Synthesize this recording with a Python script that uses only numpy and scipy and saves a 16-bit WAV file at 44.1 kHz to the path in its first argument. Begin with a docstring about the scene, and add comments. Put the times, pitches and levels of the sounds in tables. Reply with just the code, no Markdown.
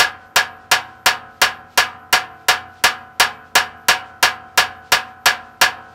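"""A hard, dense clang comes first, repeated nearly three times a second: sheet metal struck in open brush.
Each blow excites damped modes, a circling bending wave and a decaying noise of many weaker modes.
Freely hanging metal, a sum of longer modes, rings on faintly until the next blow; a crack and a low
push mark each contact. Bushes scatter a brief diffuse tail, over quiet air, stirring leaves and a thin
high whine made of sines. Saturation of the microphone input flattens the loudest peaks."""
import sys
import numpy as np
from scipy import signal
from scipy.fft import rfft, irfft, next_fast_len
from scipy.io import wavfile
from scipy.ndimage import map_coordinates

SR = 44100
rng = np.random.default_rng(int(sys.argv[2]) if len(sys.argv) > 2 else 0)


def wav_out(sig):
    """Save sig, one row per channel (or a flat mono array), as 16-bit PCM at SR to the path in sys.argv[1]."""
    wavfile.write(sys.argv[1], SR, np.round(np.clip(np.atleast_2d(sig).T, -1, 1) * 32767).astype(np.int16))


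N = 261954  # length [samples]

# blows of a steady arm, all nearly alike; every struck source plays them: (time [s], force [dB])
BLOWS = [(-.004, -2), (0.3598, -2.3), (0.7142, -1.96), (1.0598, -1.5), (1.4157, -1.5), (1.775, -1.7),
         (2.1270, -1.8), (2.484, -1.9), (2.8383, -1.5), (3.1979, -1.4), (3.5533, -1), (3.884, -1.2),
         (4.2268, -1.3), (4.5754, -1.3), (4.9195, -1.94), (5.2573, -1.6), (5.6132, -0.6)]
# damped modes of the struck sheet: (frequency [Hz], relative level [dB], t60 [s])
SHEET_MODES = [(502, -25, 0.24), (569, -22, 0.14), (712, -18, 0.16), (739, -16, 0.26), (816, -22, 0.29),
               (947, -15, 0.22), (1047, -22, 0.3), (1156, -26, 0.2), (1182, -17, 0.16), (1228, -26, 0.3),
               (1281, -25, 0.22), (1369, -11, 0.08), (1413, -24, 0.3), (1477, -14, 0.13), (1562, -23, 0.3),
               (1609, -16, 0.21), (1639, -14, 0.26), (1706, -23, 0.24), (1777, -23, 0.26), (2037, -17, 0.2),
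               (2080, -13, 0.08), (2307, -21, 0.24), (2540, -14, 0.14), (2785, -12, 0.08),
               (2914, -24, 0.25), (3001, -16, 0.15), (3197, -21, 0.16), (3647, -17, 0.12),
               (4435, -18, 0.12), (4630, -17, 0.14)]
# spectrum of the sheet's crowd of overlapping modes: (frequency [Hz], relative density [dB per Hz])
CROWD_SPECTRUM = [(270, -18), (430, -6.5), (1050, -1.5), (1400, 2.5), (2300, -2), (2950, 0.5), (4250, -3),
                  (4700, 0), (5080, -4.5), (5450, 1), (5800, -4), (7400, -8), (8600, -12.5), (15500, -19)]
# how fast the crowd dies: (frequency [Hz], t60 [s])
CROWD_DECAY = [(300, 0.21), (1500, 0.22), (3000, 0.19), (6000, 0.13), (10000, 0.13), (15000, 0.11)]


def clang(crowd_db=-3, sheet_db=1.22, wave_db=-8.5, change=0.33, spread_s=.002, detune=0.0017):
    """Modal superposition: a blow sets off strong modes, a circling wave and a crowd of weaker modes."""
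    size = SR // 3
    t = np.arange(size) / SR
    passes = bending_wave(t)
    usual_crowd = noise(CROWD_SPECTRUM, size)
    build_up = 1 - np.exp(-t / spread_s)  # vibration needs a moment to fill the sheet
    track = np.zeros(N)
    for blow_s, force_db in BLOWS:
        # the crowd is mostly the same each time, as the same spot is hit
        mixed_crowd = unit(usual_crowd + change * noise(CROWD_SPECTRUM, size))
        crowd = amp(crowd_db) * dying(mixed_crowd, CROWD_DECAY)
        # the sheet flexes under the blow, which shifts its pitch a little
        sheet_modes = modes(SHEET_MODES, size, tune=1 + detune * rng.standard_normal())
        sheet = amp(sheet_db) * struck(sheet_modes, scatter_db=1.05)
        wave = amp(wave_db) * struck(passes, scatter_db=2.3)
        add(track, blow_s, amp(force_db) * build_up * (sheet + wave + crowd))
    return track


def bending_wave(t, count=3, first_pass_s=.018, lap_s=.017, pass_width_s=.0045,
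                 wave_hz=1685, fall_hz_per_s=3500, lap_loss_db=2.5):
    """Dispersion: high bending waves outrun low ones, so each lap is a falling chirp, weaker than the last."""
    lap = np.arange(count)[:, None]
    u = t - first_pass_s - lap_s * lap  # time from the middle of each pass
    envelope = amp(-lap_loss_db * lap) * np.exp(-.5 * (u / pass_width_s) ** 2)
    return envelope * np.sin(2 * np.pi * (wave_hz - fall_hz_per_s * u / 2) * u)


def contacts(thump_db=-24, thump_hz=80, length_s=0.0031, delay_s=0.0084,
             crack_db=-8, crack_s=0.0037, crack_hz=4000):
    """Impact excitation: a bright, decaying noise crack, then a short, low push."""
    t = np.arange(SR // 10) / SR
    u = t - delay_s
    push = amp(thump_db) * np.exp(-.5 * (u / length_s) ** 2) * np.cos(2 * np.pi * thump_hz * u)
    treble = signal.butter(1, crack_hz, "highpass", fs=SR, output="sos")
    track = np.zeros(N)
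    for blow_s, force_db in BLOWS:
        bright_noise = signal.sosfilt(treble, rng.standard_normal(len(t)))
        crack = amp(crack_db) * bright_noise * np.exp(-t / crack_s)
        add(track, blow_s, amp(force_db) * (push + crack))
    return track


# modes of the metal that rings freely: (frequency [Hz], relative level [dB], t60 [s])
FREE_RING_MODES = [(89, -43, 1.6), (121, -48, 1.6), (164, -51, 1.6), (221, -49, 1.5), (240, -45, 1.6),
                   (291, -52, 1.6), (328, -49, 1.6), (447, -46, 1.6), (514, -52, 1.6), (546, -49, 1.6),
                   (703, -40, 1.6), (751, -32, 1.3), (800, -44, 1.6), (956, -37, 0.7), (1015, -38, 1.2),
                   (1063, -32, 0.7), (1225, -31, 0.6), (1279, -42, 1.6), (1343, -43, 1.6), (1373, -40, 1.1),
                   (1484, -41, 1.6), (1490, -39, 1.6), (1558, -43, 1.0), (1634, -36, 0.8), (1885, -45, 0.8),
                   (2310, -46, 0.7), (2580, -48, 0.8), (2910, -46, 0.6), (3130, -48, 0.7), (4635, -49, 0.5)]


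def free_ring(stop_s=.01, detune=0.0024, waver_db=1):
    """Free vibration: long modes hum between blows; each new contact stops them and starts them afresh."""
    size = SR // 2
    t = np.arange(size) / SR
    ends = [row[0] for row in BLOWS[1:]] + [N / SR]
    track = np.zeros(N)
    for (blow_s, force_db), end_s in zip(BLOWS, ends):
        ring_modes = modes(FREE_RING_MODES, size, tune=1 + detune * rng.standard_normal())
        ring = struck(ring_modes, scatter_db=1.5)
        damping = np.exp(-np.maximum(blow_s + t - end_s, 0) / stop_s)
        sway_db = waver_db * wobble(31, size)  # the metal rocks after the blow
        add(track, blow_s, amp(force_db + sway_db) * damping * ring)
    return track


# decay of the scatter from the bushes: (frequency [Hz], t60 [s])
BRUSH_DECAY = [(200, 0.48), (1200, 0.59), (2800, 0.37), (6000, 0.22), (14000, 0.28)]


def brush(x, wet_db=-21, reach_s=0.0052):
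    """Diffuse scattering: leaves and stems return a noise-like tail, drawn anew for each blow."""
    t = np.arange(SR // 2) / SR
    edges = [0] + [round(row[0] * SR) for row in BLOWS[1:]] + [N]
    track = np.zeros(N)
    for start, end in zip(edges, edges[1:]):
        tail = dying(rng.standard_normal(len(t)), BRUSH_DECAY)
        tail *= 1 - np.exp(-t / reach_s)  # the scatter takes a moment to build up
        tail /= np.linalg.norm(tail)
        add(track, start / SR, signal.fftconvolve(x[start:end], tail))
    return amp(wet_db) * track


# spectrum of still outdoor air: (frequency [Hz], relative density [dB per Hz])
AIR_SPECTRUM = [(25, -20), (55, 0), (90, -1), (200, -7), (600, -8), (1500, -9), (2300, -18), (3000, -22),
                (3800, -28), (6000, -32), (10000, -37), (15500, -41)]
# spectrum of leaves and grass stirring: (frequency [Hz], relative density [dB per Hz])
LEAVES_SPECTRUM = [(800, -28), (2500, 4.5), (5000, 0.5), (7500, -7), (10000, -16), (15000, -26.5)]


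def air(air_db=-53, rustle_db=-69.7, rustle_rise_db_per_s=.6, stir_db=4.5):
    """Broadband noise: steady air, and leaves whose level wavers while slowly rising."""
    leaves_db = rustle_db + rustle_rise_db_per_s * np.arange(N) / SR + stir_db * wobble(15, N)
    return amp(air_db) * noise(AIR_SPECTRUM, N) + amp(leaves_db) * noise(LEAVES_SPECTRUM, N)


# a faint, very high whine: (frequency [Hz], rms level before the swing [dB])
WHINE_LINES = [(12620, -78.5), (13000, -85), (13400, -93.5)]


def whine(swing_db=8):
    """Phase and amplitude modulation: thin, high sines waver in phase and swell and fade together."""
    t = np.arange(N) / SR
    lines = np.zeros(N)
    for hz, db in WHINE_LINES:
        lines += amp(db) * np.sqrt(2) * np.sin(2 * np.pi * hz * t + wobble(90, N))
    return amp(swing_db * np.tanh(wobble(18, N))) * lines


def modes(table, size, tune=1):
    """Damped oscillation: one decaying sine a row, with neighbours in opposite phase so close ones beat."""
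    t = np.arange(size) / SR
    hz, db, t60 = np.transpose(table)[:, :, None]
    sign = (-1) ** np.arange(len(hz))[:, None]
    return sign * amp(db - 60 * t / t60) * np.sin(2 * np.pi * hz * tune * t)


def struck(shapes, scatter_db):
    """Modal participation: each blow lands a little differently and shares its force anew."""
    return amp(scatter_db * rng.standard_normal(len(shapes))) @ shapes


def dying(x, decay):
    """Frequency-dependent damping: each frequency of x fades with its own t60."""
    hz, t, z = signal.stft(x, SR, nperseg=256)
    fade = amp(-60 * t / along(decay, hz)[:, None])
    return signal.istft(z * fade, SR, nperseg=256)[1][:len(x)]


def noise(spectrum, size):
    """Spectral shaping: white noise coloured by a spectrum and scaled to rms 1."""
    white = rng.standard_normal(size)
    return unit(filtered(white, lambda hz: amp(along(spectrum, hz))))


def filtered(x, response):
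    """Linear filtering: multiply the spectrum of x by a response of frequency."""
    m = next_fast_len(len(x) + 8192)  # padding limits wrap-around
    return irfft(rfft(x, m) * response(np.fft.rfftfreq(m, 1 / SR)), m)[:len(x)]


def wobble(rate, size):
    """Random modulation: a smooth curve through random knots, rate of them a second."""
    knots = rng.standard_normal(int(size * rate / SR) + 4)
    return map_coordinates(knots, [np.arange(size) * rate / SR])


def along(points, hz):
    """Logarithmic frequency scale: read (frequency [Hz], value) points between their entries."""
    f, v = np.transpose(points)
    return np.interp(np.log(hz + 1), np.log(f + 1), v)


def amp(db):
    """Decibel law: level to amplitude gain."""
    return 10 ** (np.asarray(db) / 20)


def unit(x):
    """Normalisation: scale to rms 1."""
    return x / np.sqrt(np.mean(x ** 2) + 1e-20)


def add(track, time_s, sound):
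    """Linear superposition: mix a sound into the track from time_s on, cut to fit."""
    start = round(time_s * SR)
    part = sound[max(-start, 0):len(track) - start]
    track[max(start, 0):][:len(part)] += part


def scene():
    """Superposition of the banging, its scatter and the air around it."""
    metal = clang() + free_ring()
    return (metal + contacts() + brush(metal) + air() + whine())[None]


def overload(x, ceiling=0.67, hardness=5):
    """Saturation: the input stage flattens the peaks."""
    return x / (1 + np.abs(x / ceiling) ** hardness) ** (1 / hardness)


def record(dry, low_cut_hz=32, top_hz=15800):
    """Saturation, then band limiting: the input overloads, sheds the deepest bass and cuts the top."""
    low_cut = signal.butter(2, low_cut_hz, "highpass", fs=SR, output="sos")
    x = signal.sosfilt(low_cut, overload(dry[0]))
    return filtered(x, lambda hz: 1 / (1 + (hz / top_hz) ** 120))[None]


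dry = scene()
out = record(dry)
wav_out(out)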